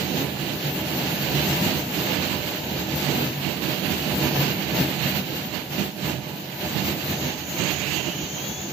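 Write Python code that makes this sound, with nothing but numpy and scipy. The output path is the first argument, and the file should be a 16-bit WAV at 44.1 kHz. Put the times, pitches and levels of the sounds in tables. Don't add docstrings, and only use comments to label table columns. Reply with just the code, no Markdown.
import sys
import numpy as np
from scipy import signal
from scipy.fft import rfft, irfft, next_fast_len
from scipy.io import wavfile
from scipy.ndimage import uniform_filter1d

SR = 44100
rng = np.random.default_rng(int(sys.argv[2]) if len(sys.argv) > 2 else 0)


def gain_from_db(level_db):
    decades = np.asarray(level_db, float) / 20
    return 10 ** decades


def put_to_file(sound):
    columns = np.atleast_2d(sound).T
    safe = np.clip(columns, -1, 1)
    whole_steps = np.round(safe * 32767)
    wavfile.write(sys.argv[1], SR, whole_steps.astype(np.int16))


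N = 384552

# middle_s, length_s, floor_rise_db
THINNING = [(.65, .1, 7), (1.1, .25, 2.5), (2.6, .5, 3), (3.35, .14, 6), (4.4, .3, 3), (5.3, .2, 3),
            (6.5, .4, 1.5), (7.3, .4, 2), (7.86, .55, -4), (8.3, .2, 3.5), (8.58, .26, 6)]


def curves(table):
    s, *columns = np.transpose(table)
    return [np.interp(np.arange(N) / SR, s, c) for c in columns]


def across(table, hz):
    f, v = np.transpose(table)
    return np.interp(np.log(hz + 1), np.log(f), v)


def bumps(rows):
    t = np.arange(0, N + 64, 64) / SR
    middle_s, length_s, height = np.transpose(rows)[:, :, None]
    swells = height / (1 + (2 * (t - middle_s) / length_s) ** 6)
    return np.interp(np.arange(N) / SR, t, np.sum(swells, axis=0))


def sides(db, lean_db):
    left = 1 / (1 + gain_from_db(-2 * lean_db))
    return gain_from_db(db) * np.sqrt(2 * np.array([left, 1 - left]))


def walk(rate):
    k = int(SR / rate)
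    held = np.repeat(rng.standard_normal(N // k + 1), k)
    return 1.28 * uniform_filter1d(uniform_filter1d(held, k), k)[:N]


def both_walk(rate):
    return np.array([walk(rate), walk(rate)])


def unit(x):
    return x / np.sqrt(np.mean(x ** 2))


def hiss(table, lo_hz, hi_hz, count, flicker_db, rate, lag_s=0):
    # pitch_hz, likeness_0_to_1
    likeness = [(60, 0.86), (130, 0.99), (290, 0.88), (640, 0.42), (1000, 0.01), (3000, 0.26), (7000, 0),
                (12000, 0.3)]
    size = next_fast_len(N)
    hz = np.arange(size // 2 + 1) * SR / size
    one, other = rfft(rng.standard_normal((2, size)))
    alike = np.clip(across(likeness, hz), 0, 1)
    late = one * np.exp(-2j * np.pi * hz * lag_s)
    right = alike * late + np.sqrt(1 - alike ** 2) * other
    pair = np.array([one, right]) * gain_from_db(across(table, hz))
    place = count * np.log((hz + 1) / lo_hz) / np.log(hi_hz / lo_hz)
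    inside = (place > 0) & (place < count)
    out = 0
    for k in range(count + 1):
        share = np.sqrt(np.clip(1 - np.abs(place - k), 0, 1)) * inside
        out = out + irfft(pair * share, size)[:, :N] * gain_from_db(flicker_db * both_walk(rate))
    return unit(out)


def wavering(hz, width_hz):
    pole = [1, -np.exp(-1.5 * np.pi * width_hz / SR)]
    drift = signal.lfilter([1], np.convolve(pole, pole), rng.standard_normal((2, N)))
    turning = np.exp(2j * np.pi * np.cumsum(hz * np.ones(N)) / SR)
    return unit(np.real((drift[0] + 1j * drift[1]) * turning))


def suppressor():
    # time_s, left_db, right_db
    rest = [(0.0, -4.13, -3.22), (1.09, -2.08, -1.5), (2.18, -2.06, -2.09), (3.27, -5.24, -3.76),
            (4.36, -4.34, 0.53), (5.45, -7.53, -7.26), (6.54, -7.9, -8.55), (7.63, -5.48, -5.02),
            (8.72, -3.17, -6.72)]
    # middle_s, length_s, lift_db
    left_surges = [(-0.028, 0.129, 5.5), (0.096, 0.044, -3.1), (0.149, 0.174, 3.9), (0.839, 0.045, -2.5),
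                   (0.918, 0.04, -2.1), (0.929, 0.637, 4.1), (0.982, 0.041, 2.5), (1.454, 0.04, -2.4),
                   (1.53, 0.343, 7.2), (1.671, 0.117, 3.3), (1.802, 0.072, 2.5), (1.965, 0.057, -3.7),
                   (2.013, 0.088, 1.4), (2.085, 0.413, 3.6), (2.168, 0.061, -3.4), (0.2, 0.06, 3.0),
                   (2.44, 0.071, -2.5), (2.598, 0.407, 2.8), (2.792, 0.065, 2.7), (2.881, 0.082, -2.4),
                   (3.08, 0.106, -5.0), (3.133, 0.4, 9.6), (3.397, 0.06, 2.3), (3.71, 0.074, 4.6),
                   (5.45, 0.07, 3.5), (3.951, 0.187, 6.7), (4.0, 0.029, -2.3), (4.21, 0.03, -2.2),
                   (4.288, 0.092, -5.6), (4.288, 0.33, 11.2), (4.417, 0.027, 2.8), (4.547, 0.161, 5.6),
                   (4.79, 0.11, 6.5), (4.93, 0.366, 9.4), (4.983, 0.129, -5.5), (5.089, 0.046, 4.8),
                   (5.304, 0.279, 3.1), (5.371, 0.04, 4.3), (5.621, 0.082, 2.6), (5.791, 0.152, 8.4),
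                   (5.792, 0.041, -2.6), (6.08, 0.082, 6.7), (6.219, 0.032, -2.2), (6.42, 0.093, 1.7),
                   (6.696, 0.229, 6.5), (6.85, 0.06, 3.0), (6.766, 0.025, -2.4), (6.986, 0.115, -8.9),
                   (7.01, 0.28, 12.9), (7.073, 0.046, -5.3), (7.241, 0.034, 2.8), (7.252, 0.159, 5.3),
                   (7.557, 0.131, 4.8), (7.675, 0.026, 2.3), (7.847, 0.037, -1.6), (8.041, 0.037, -2.1),
                   (8.213, 0.097, 1.4), (8.507, 0.071, 1.7), (8.563, 0.034, -1.8), (5.19, 0.07, 6.0)]
    # middle_s, length_s, lift_db
    right_surges = [(0.068, 0.332, 5.6), (0.071, 0.086, -2.2), (0.204, 0.063, 1.6), (0.488, 0.167, 2.2),
                    (0.666, 0.046, 2.3), (0.575, 0.1, -2.5), (1.175, 0.579, 2.3), (1.5, 0.453, 3.9),
                    (1.727, 0.155, 3.8), (2.156, 0.433, 5.6), (2.614, 0.035, -2.4), (2.764, 0.124, 1.8),
                    (2.846, 0.045, -1.8), (2.939, 0.091, 1.9), (3.139, 0.238, 7.8), (3.48, 0.101, 4.8),
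                    (3.603, 0.034, -3.1), (1.875, 0.1, -3.0), (3.746, 0.299, 5.2), (3.788, 0.081, -3.2),
                    (3.927, 0.063, 4.5), (4.168, 0.045, -3.0), (4.213, 0.383, 3.2), (4.254, 0.063, 1.9),
                    (4.324, 0.059, -3.0), (4.459, 0.118, 3.5), (2.5, 0.07, 3.0), (4.619, 0.037, 2.5),
                    (4.86, 0.04, -3.3), (4.937, 0.426, 6.1), (4.955, 0.097, -2.2), (5.052, 0.089, 2.4),
                    (5.176, 0.056, 6.6), (5.358, 0.142, 3.7), (5.554, 0.054, 4.3), (5.672, 0.085, -4.1),
                    (5.723, 0.458, 4.8), (5.808, 0.055, 6.3), (5.925, 0.061, -4.4), (7.185, 0.05, -3.0),
                    (6.118, 0.156, 6.8), (6.161, 0.039, -2.4), (6.574, 0.044, -2.2), (6.696, 0.054, -3.3),
                    (6.781, 0.037, 2.6), (6.809, 0.412, 9.5), (6.965, 0.052, -2.1), (7.201, 0.259, 6.3),
                    (7.597, 0.037, 3.1), (7.658, 0.148, 3.4), (7.776, 0.072, -2.3), (7.778, 0.411, 6.3),
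                    (8.029, 0.167, 4.6), (8.032, 0.038, -2.7), (8.085, 0.037, 1.9), (8.231, 0.039, 1.5),
                    (8.307, 0.07, -1.7), (8.313, 0.241, 1.3), (6.03, 0.1, 2.5), (8.552, 0.06, -2.7)]
    return np.array(curves(rest)) + np.array([bumps(left_surges), bumps(right_surges)])


def placed(ride_db, level_db, lean_db, share):
    return sides(level_db, lean_db)[:, None] * gain_from_db(share * ride_db)


def fans_and_pumps(ride_db):
    # pitch_hz, level_db_per_hz
    bass = [(25, -32), (50, -27.5), (62, -25), (72, -9), (85, -5), (105, -10.5), (125, -6.5), (200, 0.5),
            (222, -8.5), (314, -4.5), (428, -11.5), (560, -11), (760, -14.5), (1000, -14.5)]
    # pitch_hz, width_hz, level_db, left_minus_right_db
    hums = [(142, 12, -39, -4), (245, 10, -46, -4), (314, 20, -46, -4), (604, 8, -47.5, -5),
            (744, 15, -49.5, -4), (851, 20, -51.5, -6), (994, 6, -58, -5), (1733, 8, -55.5, -3)]
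    # middle_s, length_s, swell_db
    roar_swells = [(.25, 0.072, 3), (.5, 0.13, 2), (1.33, 0.11, 1), (2.03, 0.053, -2), (2.42, 0.092, 0.5),
                   (2.9, 0.15, 1.5), (3.95, 0.067, 0), (4.1, .08, 2.5), (4.28, 0.11, 1.5),
                   (4.73, 0.13, 1.5), (5.02, 0.14, -1), (5.8, .06, 1.5), (6.12, 0.089, 2), (6.3, 0.13, 3),
                   (7.05, .08, -1.5), (7.88, .1, -2), (8.3, 0.094, -1.5), (8.45, 0.065, 1)]
    # middle_s, length_s, swell_db
    drone_swells = [
        (1.4, 0.41, 5),
        (2.3, 0.76, -6.5),
        (4.3, 0.24, 0),
        (5.05, 0.41, 4),
        (7.15, 0.17, 6),
    ]
    low = placed(ride_db, level_db=-29.5, lean_db=-4.5, share=1) * gain_from_db(bumps(roar_swells))
    roar = low * hiss(bass, lo_hz=27.4, hi_hz=1009, count=6, flicker_db=1.5, rate=9.7)
    tones = 0
    for hz, width_hz, db, lean_db in hums:
        swell_db = bumps(drone_swells) if hz < 200 else walk(6) - .7
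        tones = tones + sides(db, lean_db)[:, None] * wavering(hz, width_hz) * gain_from_db(swell_db)
    return roar + tones * low / sides(-31.5, -5.5)[:, None]


def moving_air(ride_db):
    # pitch_hz, level_db_per_hz
    treble = [(1000, -6.5), (1350, -5), (1750, -4), (2250, -4.5), (2780, 0), (3420, -4), (4750, -4.5)]
    # pitch_hz, left_minus_right_db
    port_lean = [(60, -4.0), (110, -3.0), (200, 0), (380, -4.0), (700, -12), (1290, -2), (2380, -9.5),
                 (4400, -5), (8120, -25), (15000, 0)]
    air = hiss(treble, lo_hz=991, hi_hz=4750, count=5, flicker_db=0.75, rate=9.1, lag_s=23 / SR)
    hz = np.fft.rfftfreq(N, 1 / SR)
    lean_db = (across(port_lean, hz) + 6.07) * np.array([[.5], [-.5]])
    air = irfft(rfft(air) * gain_from_db(lean_db), N)
    return air * placed(ride_db, level_db=-31.5, lean_db=-6.5, share=0.95)


def water_spray(ride_db):
    # pitch_hz, level_db_per_hz
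    spray = [(4750, 0), (5400, -1.5), (6850, 0), (6920, -2), (7640, -3.5), (7700, -6), (8600, -7)]
    wet = hiss(spray, lo_hz=4750, hi_hz=8520, count=3, flicker_db=2.0, rate=29)
    return wet * placed(ride_db, level_db=-40.5, lean_db=-2.5, share=0.87)


def top_band(ride_db):
    # pitch_hz, level_db_per_hz
    top = [(11600, 5), (12900, 3), (13100, 8.5), (15400, 6.5)]
    thin = hiss(top, lo_hz=11560, hi_hz=15480, count=3, flicker_db=3.0, rate=42)
    return thin * placed(ride_db, level_db=-38, lean_db=2.7, share=0.91)


def workshop(ride_db):
    chatter = gain_from_db(1.3 * both_walk(32))
    treble = moving_air(ride_db) + water_spray(ride_db) + top_band(ride_db)
    return fans_and_pumps(ride_db) + chatter * treble


def hand_tool(ride_db):
    # pitch_hz, width_hz, level_db, left_minus_right_db
    vents = [(6255, 100, -2, 14), (6812, 65, -1, -2)]
    # time_s, pitch_hz
    rotor_pitch = [(6.95, 2100), (7.62, 2400), (7.85, 2575), (7.98, 2745), (8.15, 2945), (8.3, 3090),
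                   (8.43, 3260), (8.6, 3430), (8.72, 3545)]
    # time_s, rotor_db, vent_air_db
    effort = [
        (6.95, -25, -26),
        (7.12, -13, -7.5),
        (7.5, -1, -2),
        (7.62, 0, 0),
        (7.88, 1.5, 2),
        (8.1, 0.5, 0.5),
        (8.5, 10.5, 0),
        (8.64, 9, 2),
        (8.72, -10, -2),
    ]
    # middle_s, length_s, level_db
    rotor_shaded = [
        (7.6, .45, -6),
        (8.27, .14, -2),
    ]
    # middle_s, length_s, level_db
    vents_shaded = [
        (7.85, .44, -8),
    ]
    # middle_s, length_s, level_db
    vents_turned = [
        (7.88, .09, -8),
        (8.13, .09, -8),
    ]
    housing_hz, housing_width_hz = 2716, 244
    strand_hz = 271
    hz, (effort_db, air_db) = curves(rotor_pitch)[0], curves(effort)

    whistles = 0
    for vent_hz, width_hz, db, lean_db in vents:
        whistles = whistles + sides(db, lean_db)[:, None] * wavering(vent_hz, width_hz)
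    rush = gain_from_db(-1) * np.array([wavering(6300., 600.), wavering(6300., 600.)]) * sides(0, -5.0)[:, None]
    shade = gain_from_db(np.array([bumps(vents_shaded), bumps(vents_turned)]))
    vent_air = gain_from_db(-39.5 + air_db + 0.64 * ride_db) * shade * (whistles + rush)

    steady = np.sin(2 * np.pi * np.cumsum(hz * (1 + .004 * walk(30))) / SR)
    whine = (.7 * steady + .55 * wavering(hz, 80.)) * gain_from_db(1.5 * walk(14) + bumps(rotor_shaded))
    overtone = wavering(2 * hz, 500.) / (1 + (5600 / (2 * hz)) ** 30)
    whine = (whine + gain_from_db(-2) * overtone) * sides(-49.5, 0.72)[:, None]

    shaken = wavering((hz + housing_hz) / 2, 700.) + .95 * steady
    shaken = shaken + .45 * wavering(hz + strand_hz, 40.) + .35 * wavering(hz - strand_hz, 50.)
    resonance = 1 / (1 + ((hz - housing_hz) / housing_width_hz) ** 4)
    housing = shaken * resonance * sides(-36, -18.0)[:, None]
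    return gain_from_db(effort_db + 0.42 * ride_db) * (whine + housing) + vent_air


def coil(ride_db):
    # time_s, pitch_hz
    pitch = [(0, 9955), (1, 9953), (1.65, 10002), (2.3, 10080), (3.3, 10220), (4.3, 10396), (5.3, 10595),
             (5.94, 10732), (6.27, 10803), (7.26, 10903), (7.9, 10935), (8.72, 10945)]
    # time_s, left_db, right_db
    level = [(0, -53.5, -51), (1.2, -49, -53), (2.0, -53, -55), (2.7, -56, -66), (3.2, -51.5, -59),
             (4.2, -47.5, -64), (4.6, -56.5, -57), (6.4, -51.5, -70), (7.6, -55, -68), (8.72, -59, -60)]
    # middle_s, length_s, level_db
    middle_lost = [(.05, .03, -18), (.74, .03, -25), (.82, .02, -20), (1.025, .035, -45),
                   (1.278, .035, -45), (1.51, .07, -50), (1.83, .02, -15), (2.135, .085, -45),
                   (2.69, .02, -40), (2.725, .05, -45), (2.87, .065, -50), (2.995, .015, -30),
                   (4.42, .035, -45), (4.49, .035, -45), (5.52, .065, -50), (6.9, .035, -45),
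                   (7.32, .02, -20), (7.735, .015, -30)]
    # middle_s, length_s, level_db
    side_lost = [(.38, .24, -45), (.59, .1, -45), (.87, .06, -45), (1.12, .03, -30), (1.58, .035, -40),
                 (1.78, .06, -45), (2.8, .05, -45), (3.42, .03, -30), (3.56, .04, -30), (3.8, .09, -45),
                 (4.42, .03, -30), (4.72, .08, -45), (5.18, .04, -40), (5.8, .03, -30), (6.16, .06, -40),
                 (6.82, .19, -45), (7.66, .04, -35), (7.8, .14, -45), (7.9, .04, -35), (7.98, .09, -40),
                 (8.13, .14, -45), (8.6, .09, -45)]
    hz = curves(pitch)[0]
    db = np.array(curves(level)) + 0.6 * ride_db
    apart = np.array([np.zeros(N), 1.45 + .4 * walk(17)])
    phase = 2 * np.pi * np.cumsum(hz) / SR + 1.3 * walk(26) + apart
    left, right = gain_from_db(db) * np.sin(phase) / np.sqrt(2)
    lost_db = np.array([bumps(middle_lost), bumps(side_lost)])
    flutter = gain_from_db(2.0 * both_walk(36) - .5 + lost_db)
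    middle, side = flutter * np.array([left + right, left - right])
    return np.array([middle + side, middle - side])


def scene():
    ride_db = suppressor()
    return workshop(ride_db) + hand_tool(ride_db) + coil(ride_db)


def thin_out(x):
    # pitch_hz, floor_db
    floor_curve = [(900, -30), (1100, -13), (4700, -13), (5300, -13), (7000, -14), (7600, -10), (7750, .5),
                   (8500, .5), (8700, -20)]
    hz, _, cells = signal.stft(x, SR, nperseg=2048, noverlap=1024, window="cosine")
    power = np.abs(cells) ** 2
    around = uniform_filter1d(power.max(axis=0), size=60, axis=0)
    frame_at = np.minimum(np.arange(power.shape[2]) * 1024, N - 1)
    rise_db = (2.2 * walk(14) + bumps(THINNING) - 1)[frame_at]
    floor = gain_from_db(2 * across(floor_curve, hz))[:, None] * around * gain_from_db(2 * rise_db)
    floor = np.maximum(floor, gain_from_db(2 * -78))
    kept = cells * (uniform_filter1d(power, size=3, axis=1) > floor)
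    return signal.istft(kept, SR, nperseg=2048, noverlap=1024, window="cosine")[1][:, :N]


def round_off(x):
    # pitch_hz, step_db
    steps = [(1000, -22), (1500, -14), (2000, -11), (4600, -11), (4800, -2.5), (5700, -2.5), (5900, -5),
             (6900, -5), (7500, -3)]
    frame, start = 1024, 352
    n, k = np.arange(2 * frame), np.arange(48, 352)
    window = np.sin(np.pi * (n + .5) / (2 * frame))
    basis = np.cos(np.pi / frame * np.outer(n + .5 + frame / 2, k + .5)) * window[:, None]
    at = start + frame * np.arange((N - start) // frame - 1)[:, None] + n
    cells = x[:, at] @ basis
    loud = np.sqrt(np.mean(cells.reshape(2, len(at), -1, 16) ** 2, axis=3)).max(axis=0)
    step = np.repeat(loud * gain_from_db(2 * rng.standard_normal(loud.shape)), 16, axis=1)
    step = step * gain_from_db(across(steps, k * SR / 2 / frame)) + 1e-9
    thinning_db = np.maximum(bumps(THINNING)[at[:, frame]], 0)
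    step = step * gain_from_db(.8 * np.outer(thinning_db, k > 218))
    rounded = np.sign(cells) * np.floor((np.abs(cells) / step) ** .75 + .4054) ** (4 / 3) * step
    error = (rounded - cells) @ basis.T * 2 / frame
    out = x.copy()
    for first in (0, frame):
        part = slice(first, first + frame)
        out[:, at[:, part]] += error[:, :, part]
    return out


def scraps():
    # middle_s, length_s, flecks_per_s
    bursts = [(2.55, .2, 55), (2.8, .08, 40), (3.52, .24, 50), (4.42, .2, 130), (4.85, .35, 60),
              (5.25, .12, 60), (5.68, .2, 110), (6.1, .25, 70), (3.17, .04, 60), (2.22, .04, 50),
              (6.6, .25, 80), (6.92, .2, 110), (7.5, .15, 90), (7.87, .3, 140), (8.27, .1, 90),
              (8.55, .2, 80)]
    rate = bumps(bursts) + 14 * (np.arange(N) > 4.4 * SR)
    starts = np.searchsorted(np.cumsum(rate) / SR, np.arange(1, rate[:-2048].sum() / SR))
    chance = rng.random((len(starts), 4))
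    out, n = np.zeros((2, N)), np.arange(2048)
    for i, (pitch, size, side, late) in zip(starts, chance):
        hz = 9000 + 1300 * pitch ** .7
        fleck = np.sin(np.pi * n / len(n)) ** 2 * np.sin(2 * np.pi * hz * n / SR)
        i = max(i - int(late ** 3 * 5000), 0) // 2048 * 2048
        polarity = np.array([[1], [1 if side > .35 else -1]])
        out[:, i:i + len(n)] += gain_from_db(-68.5 + 6.0 * size) * fleck * polarity
    return out


def low_pass(x):
    return signal.sosfilt(signal.butter(12, 16680, fs=SR, output="sos"), x)


def record(dry):
    thinned = round_off(thin_out(dry))
    mix = thinned + scraps()
    return low_pass(mix)


dry = scene()
out = record(dry)
put_to_file(out)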